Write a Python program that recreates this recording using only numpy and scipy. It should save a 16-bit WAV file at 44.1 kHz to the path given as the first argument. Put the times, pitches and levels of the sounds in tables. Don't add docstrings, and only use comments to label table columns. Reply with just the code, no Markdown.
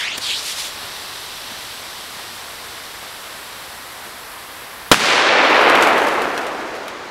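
import sys
import numpy as np
from scipy import signal
from scipy.fft import rfft, irfft, next_fast_len
from scipy.io import wavfile
from scipy.ndimage import uniform_filter1d, map_coordinates

SR = 44100
rng = np.random.default_rng(int(sys.argv[2]) if len(sys.argv) > 2 else 0)


def master_out(mix):
    frames = np.transpose(np.atleast_2d(mix))
    ceiling = np.clip(frames, -1, 1)
    pcm = np.round(ceiling * 32767).astype(np.int16)
    wavfile.write(sys.argv[1], SR, pcm)


N = 313154

HISS = [(1200, -15), (2400, -7.5), (3000, -3.5), (3700, -1), (4500, -3.5), (5400, -6.5), (6000, -8), (6700, -21), (9000, -33)]  # (Hz, dB per Hz)
FIZZ = [(5000, -15), (6700, -6.5), (7800, -1), (9500, -3.5), (11300, -1), (13500, -5.5), (15500, -13.5)]  # (Hz, dB per Hz)
SPARKS = [(800, -33), (2000, -3), (3500, 4), (6500, -1), (9000, -3.5), (12000, -8), (15500, -24)]  # (Hz, dB per Hz)
FOREST = [(20, -18), (50, -5), (100, -4), (150, -7.5), (300, -4.5), (600, -1), (1050, 2.5), (1400, 0.5), (1900, 0), (2600, -5), (4500, -9), (7000, -18), (11000, -37), (15500, -37)]  # (Hz, dB per Hz)
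BANG_S = 4.9149
# (s, peak dB, push length s)
SHOCKS = [(4.9149, 36, .0003), (4.9164, 30, .0007), (4.9249, 27.5, .0003), (4.9262, 24.5, .00015), (4.9317, 27.5, .0003), (4.9437, 27, .00015), (4.9444, 27, .0002)]
BLAST = [(20, -9), (60, -7), (120, -9), (200, 1), (320, 2), (550, -2), (1200, -1), (3200, -3), (6000, -12), (11000, -22), (16000, -33)]
TREES = [(25, -38), (70, -27.5), (120, -32.5), (190, -18), (300, -7), (500, -1.5), (1000, 0.5), (2400, 3), (4600, 1), (7600, -2), (12000, -5), (16000, -15)]  # (Hz, dB per Hz)
# (s, peak dB, rustle t60 s)
SCRAPS = [(5.698, -16, 0.1), (5.7528, -20, 0.11), (5.8243, -13, 0.14), (5.8714, -20, 0.12), (5.9792, -22.5, 0.11),
          (6.0701, -23, 0.1), (6.2188, -22.5, 0.1), (6.378, -23, 0.12), (6.4672, -27.5, 0.1), (6.7516, -33, 0.1),
          (6.8807, -26.5, 0.1)]
LEAVES = [(400, -18), (1500, 6.5), (3500, 1), (6000, -4.5), (9000, -9.5), (13000, -13.5), (16000, -27)]  # (Hz, dB per Hz)
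TOP_HZ = 15750
TIME = np.arange(N) / SR
# (s, level dB, Hz)
BUMPS = [(1.52, -38, 241), (2.17, -40, 190)]
# (s, level dB, length s)
RUSTLES = [(0.847, -34, .02), (2.196, -31.5, .012), (3.034, -38, 0.028), (4.05, -37, .05)]
GROUND_ECHO = .68
ROAR_T60 = .07
SPIT = [(80, -15), (220, 0), (700, -1), (4000, 1), (9000, -5), (15000, -8)]
# (start s, crest s, end s, level dB, swing time s, centre of the rush at the crest Hz, spacing of the ground echo's comb at the crest Hz)
SURGES = [(-.05, 0, 0.18, -22.5, 0.16, 2430, 1620), (0.208, 0.307, 0.417, -21, .068, 2880, 3630)]
AWAY_DB, AWAY_CENTRE_HZ, AWAY_SPACING_HZ = -7.5, 4600, 5160
JET_EDGE_S = 0.01
# (s, level dB, half length s)
SPRAYS = [(0, -33, 0.06), (0.28, -30, 0.1), (0.416, -32.5, 0.055), (0.496, -25, 0.047), (0.598, -26, .04), (0.664, -29.5, .035)]
CAUGHT_S = 0.66
HISS_DB, HISS_SINK_DB, HISS_SINK_BEND = -33.5, -12.5, 1.38
FIZZ_DB, FIZZ_SINK_DB = -39.5, -3
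TILT_DB, TILT_RISE_DB, TILT_BEND = -2.5, 8.5, 3.2
SPIT_S, SPIT_DB, SPIT_LENGTH_S = .1814, -18.5, 0.0038
BREEZE_DB = -35.5
ECHO_DB, ECHO_FADE_DB_PER_S, ECHO_BUILD_S = 21, 16, 0.12
NEAR_DB, NEAR_T60 = 17, 0.49
LITTER_S, LITTER_DB = 5.5, -26.5
LITTER_RISE_DB_PER_S, LITTER_FADE_DB_PER_S = 30, 12
CRUMBS_PER_S, CRUMB_DB, CRUMB_T60 = 25, 6.5, 0.064
WHISTLE_S, WHISTLE_RISE_S, WHISTLE_FALL_S = 2.93, .11, .075
WHISTLE_DB, WHISTLE_HZ = -42.5, 3300
JET_TOP_HZ = 9500
GUST_S, GUST_DB, GUST_HALF_LENGTH_S = 0.27, 1.4, .6


def amp(db):
    return 10 ** (np.asarray(db) / 20)


def unit(x):
    return x / np.sqrt(np.mean(x ** 2) + 1e-20)


def along(points, hz):
    f, v = np.transpose(points)
    return np.interp(np.log(hz + 1), np.log(f + 1), v)




def wobble(rate):
    return map_coordinates(rng.standard_normal(int(N * rate / SR) + 4), [TIME * rate])


def filtered(x, response):
    m = next_fast_len(N + SR // 2)
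    return irfft(rfft(x, m) * response(np.fft.rfftfreq(m, 1 / SR)), m)[:N]


def noise(spectrum, grain_db=0):
    bursts = rng.standard_normal(N) * amp(grain_db * wobble(1500))
    return unit(filtered(bursts, lambda hz: amp(along(spectrum, hz))))


def swept(x, gain, size=256):
    hz, t, z = signal.stft(x, SR, nperseg=size)
    return signal.istft(z * gain(hz[:, None], t), SR, nperseg=size)[1][:N]


def jet():
    return sum(surge(*row) for row in SURGES)


def fuse():
    caught = np.clip(TIME / CAUGHT_S, 0, 1) ** 2
    hiss = amp(HISS_DB + HISS_SINK_DB * burnt(TIME) ** HISS_SINK_BEND + .35 * wobble(10)) * noise(HISS, grain_db=1.6)
    tilt = lambda hz, t: amp((TILT_DB + TILT_RISE_DB * burnt(t) ** TILT_BEND) * np.log2(np.maximum(hz, 6000) / 10000))
    fizz = amp(FIZZ_DB + FIZZ_SINK_DB * burnt(TIME) + 0.3 * wobble(16)) * swept(noise(FIZZ, grain_db=1.0), tilt)
    spray = sum(amp(db) * swell(s, width) for s, db, width in SPRAYS) * noise(SPARKS, grain_db=1.5)
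    spit = amp(SPIT_DB) * np.exp(-np.abs(TIME - SPIT_S) / SPIT_LENGTH_S) * noise(SPIT)
    return (caught * (hiss + fizz) + jet() + spray + spit) * (TIME < BANG_S)


def forest():
    wind = amp(BREEZE_DB + GUST_DB * swell(GUST_S, GUST_HALF_LENGTH_S) + .2 * wobble(7)) * noise(FOREST)
    phase = 2 * np.pi * np.cumsum(WHISTLE_HZ + 5 * wobble(51.4)) / SR
    note = swell(WHISTLE_S, np.where(TIME < WHISTLE_S, WHISTLE_RISE_S, WHISTLE_FALL_S))
    return wind + note * amp(WHISTLE_DB + wobble(50)) * np.sin(phase)


def bang(blast_db=25, rumble_db=-5, rumble_t60=1.0):
    fronts = np.zeros(N)
    for s, db, push in SHOCKS:
        u = (TIME - s) / push
        fronts += amp(db) * (1 - u) * ((u > 0) & (u < 2))
    fronts = filtered(fronts, lambda hz: 2 / (1 + 1j * hz / 4500) ** 2)
    age = np.maximum(TIME - BANG_S, 0)
    roar = amp(blast_db - 60 * age / ROAR_T60) * noise(BLAST)
    rumble = amp(rumble_db - 60 * age / rumble_t60) * noise([(20, -17), (60, -8), (180, 12), (400, 3), (1500, -67), (6000, -100)])
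    return fronts + (roar + rumble) * (1 - np.exp(-age / 0.00024))


def tree_echo(loss_db=7.0, bend=0.62, grain_db=1.5):
    def colour(hz, t):
        khz = hz / 1000
        return amp(along(TREES, hz) - loss_db * khz * np.maximum(t - BANG_S, 0) ** bend)
    age = np.maximum(TIME - BANG_S, 0)
    near = amp(NEAR_DB - 60 * age / NEAR_T60)
    far = amp(ECHO_DB - ECHO_FADE_DB_PER_S * age) * (1 - swell(BANG_S, ECHO_BUILD_S))
    returns = rng.standard_normal(N) * unit(amp(grain_db * wobble(900)))
    return np.hypot(near, far) * swept(returns, colour, size=1024) * (TIME > BANG_S)


def debris(scrap_db=-5.5):
    crunch = sum(amp(db + scrap_db) * landing(s, t60) for s, db, t60 in SCRAPS)
    since = TIME - LITTER_S
    litter_db = LITTER_DB + np.minimum(LITTER_RISE_DB_PER_S * since, -LITTER_FADE_DB_PER_S * since)
    patter = amp(litter_db + 1.2 * wobble(60)) * noise(LEAVES, grain_db=1) * (TIME > BANG_S)
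    leaves = noise(LEAVES, grain_db=3)
    draws = rng.random((int(CRUMBS_PER_S * since[-1]), 2))
    crumbs = sum(size * landing(LITTER_S + when * since[-1], CRUMB_T60) for when, size in draws)
    return (crunch + amp(litter_db + CRUMB_DB) * crumbs / 2) * leaves + patter


def bumps(length=0.0036):
    return sum(amp(db) * np.exp(-np.abs(TIME - s) / length) * 2 * np.sin(2 * np.pi * hz * (TIME - s)) for s, db, hz in BUMPS)


def rustles():
    swell = sum(amp(db) * np.exp(-np.abs(TIME - s) / length) for s, db, length in RUSTLES)
    return swell * noise([(100, -10), (300, -5), (1000, 4), (2000, -2), (4000, -16), (12000, -28)], grain_db=2.5)


def swell(s, width):
    return np.exp(-((TIME - s) / width) ** 2)


def burnt(t):
    return np.clip((t - CAUGHT_S) / (BANG_S - CAUGHT_S), 0, 1)


def surge(start, crest, end, db, swing_s, centre_hz, spacing_hz, q=1.05):
    away = lambda t: 1 - np.exp(-((t - crest) / swing_s) ** 2)
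    def colour(hz, t):
        ratio = (hz + 1) / (centre_hz + (AWAY_CENTRE_HZ - centre_hz) * away(t) ** 2)
        spacing = spacing_hz + (AWAY_SPACING_HZ - spacing_hz) * away(t)
        rush = 1 / (1 + (q * (ratio - 1 / ratio)) ** 2) / np.sqrt(1 + (hz / JET_TOP_HZ) ** 6)
        gain = rush * np.abs(1 + GROUND_ECHO * np.exp(-2j * np.pi * hz / spacing))
        return gain / np.sqrt(np.mean(gain ** 2, axis=0))
    gate = np.clip(np.minimum(TIME - start, (end - TIME) / 2) / JET_EDGE_S, 0, 1)
    return gate * amp(db + AWAY_DB * away(TIME) + 0.6 * wobble(91)) * swept(rng.standard_normal(N), colour)


def landing(s, t60, tick_db=4, tick_t60=0.011):
    age = np.maximum(TIME - s, 0)
    return (amp(-60 * age / t60) + amp(tick_db - 60 * age / tick_t60)) * (TIME >= s)


def scene():
    return (forest() + bumps() + rustles() + fuse() + bang() + tree_echo() + debris())[None]


def gain_control(x, limit_db=-3, depth_db=25.5, release_db=30.5, attack=0.003, knee_db=2.5):
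    level_db = 10 * np.log10(np.abs(uniform_filter1d(x ** 2, size=88)) + 1e-12)
    excess = np.minimum(level_db - limit_db, depth_db)
    held = np.maximum.accumulate(excess + release_db * TIME) - release_db * TIME
    duck_db = knee_db * np.logaddexp(0, held / knee_db)
    pole = np.exp(-1 / (attack * SR))
    return x * amp(-signal.lfilter([1 - pole], [1, -pole], duck_db))


def record(dry):
    clipped = np.clip(gain_control(dry[0]), -1, 1)
    return filtered(clipped, lambda hz: hz < TOP_HZ)[None]


dry = scene()
out = record(dry)
master_out(out)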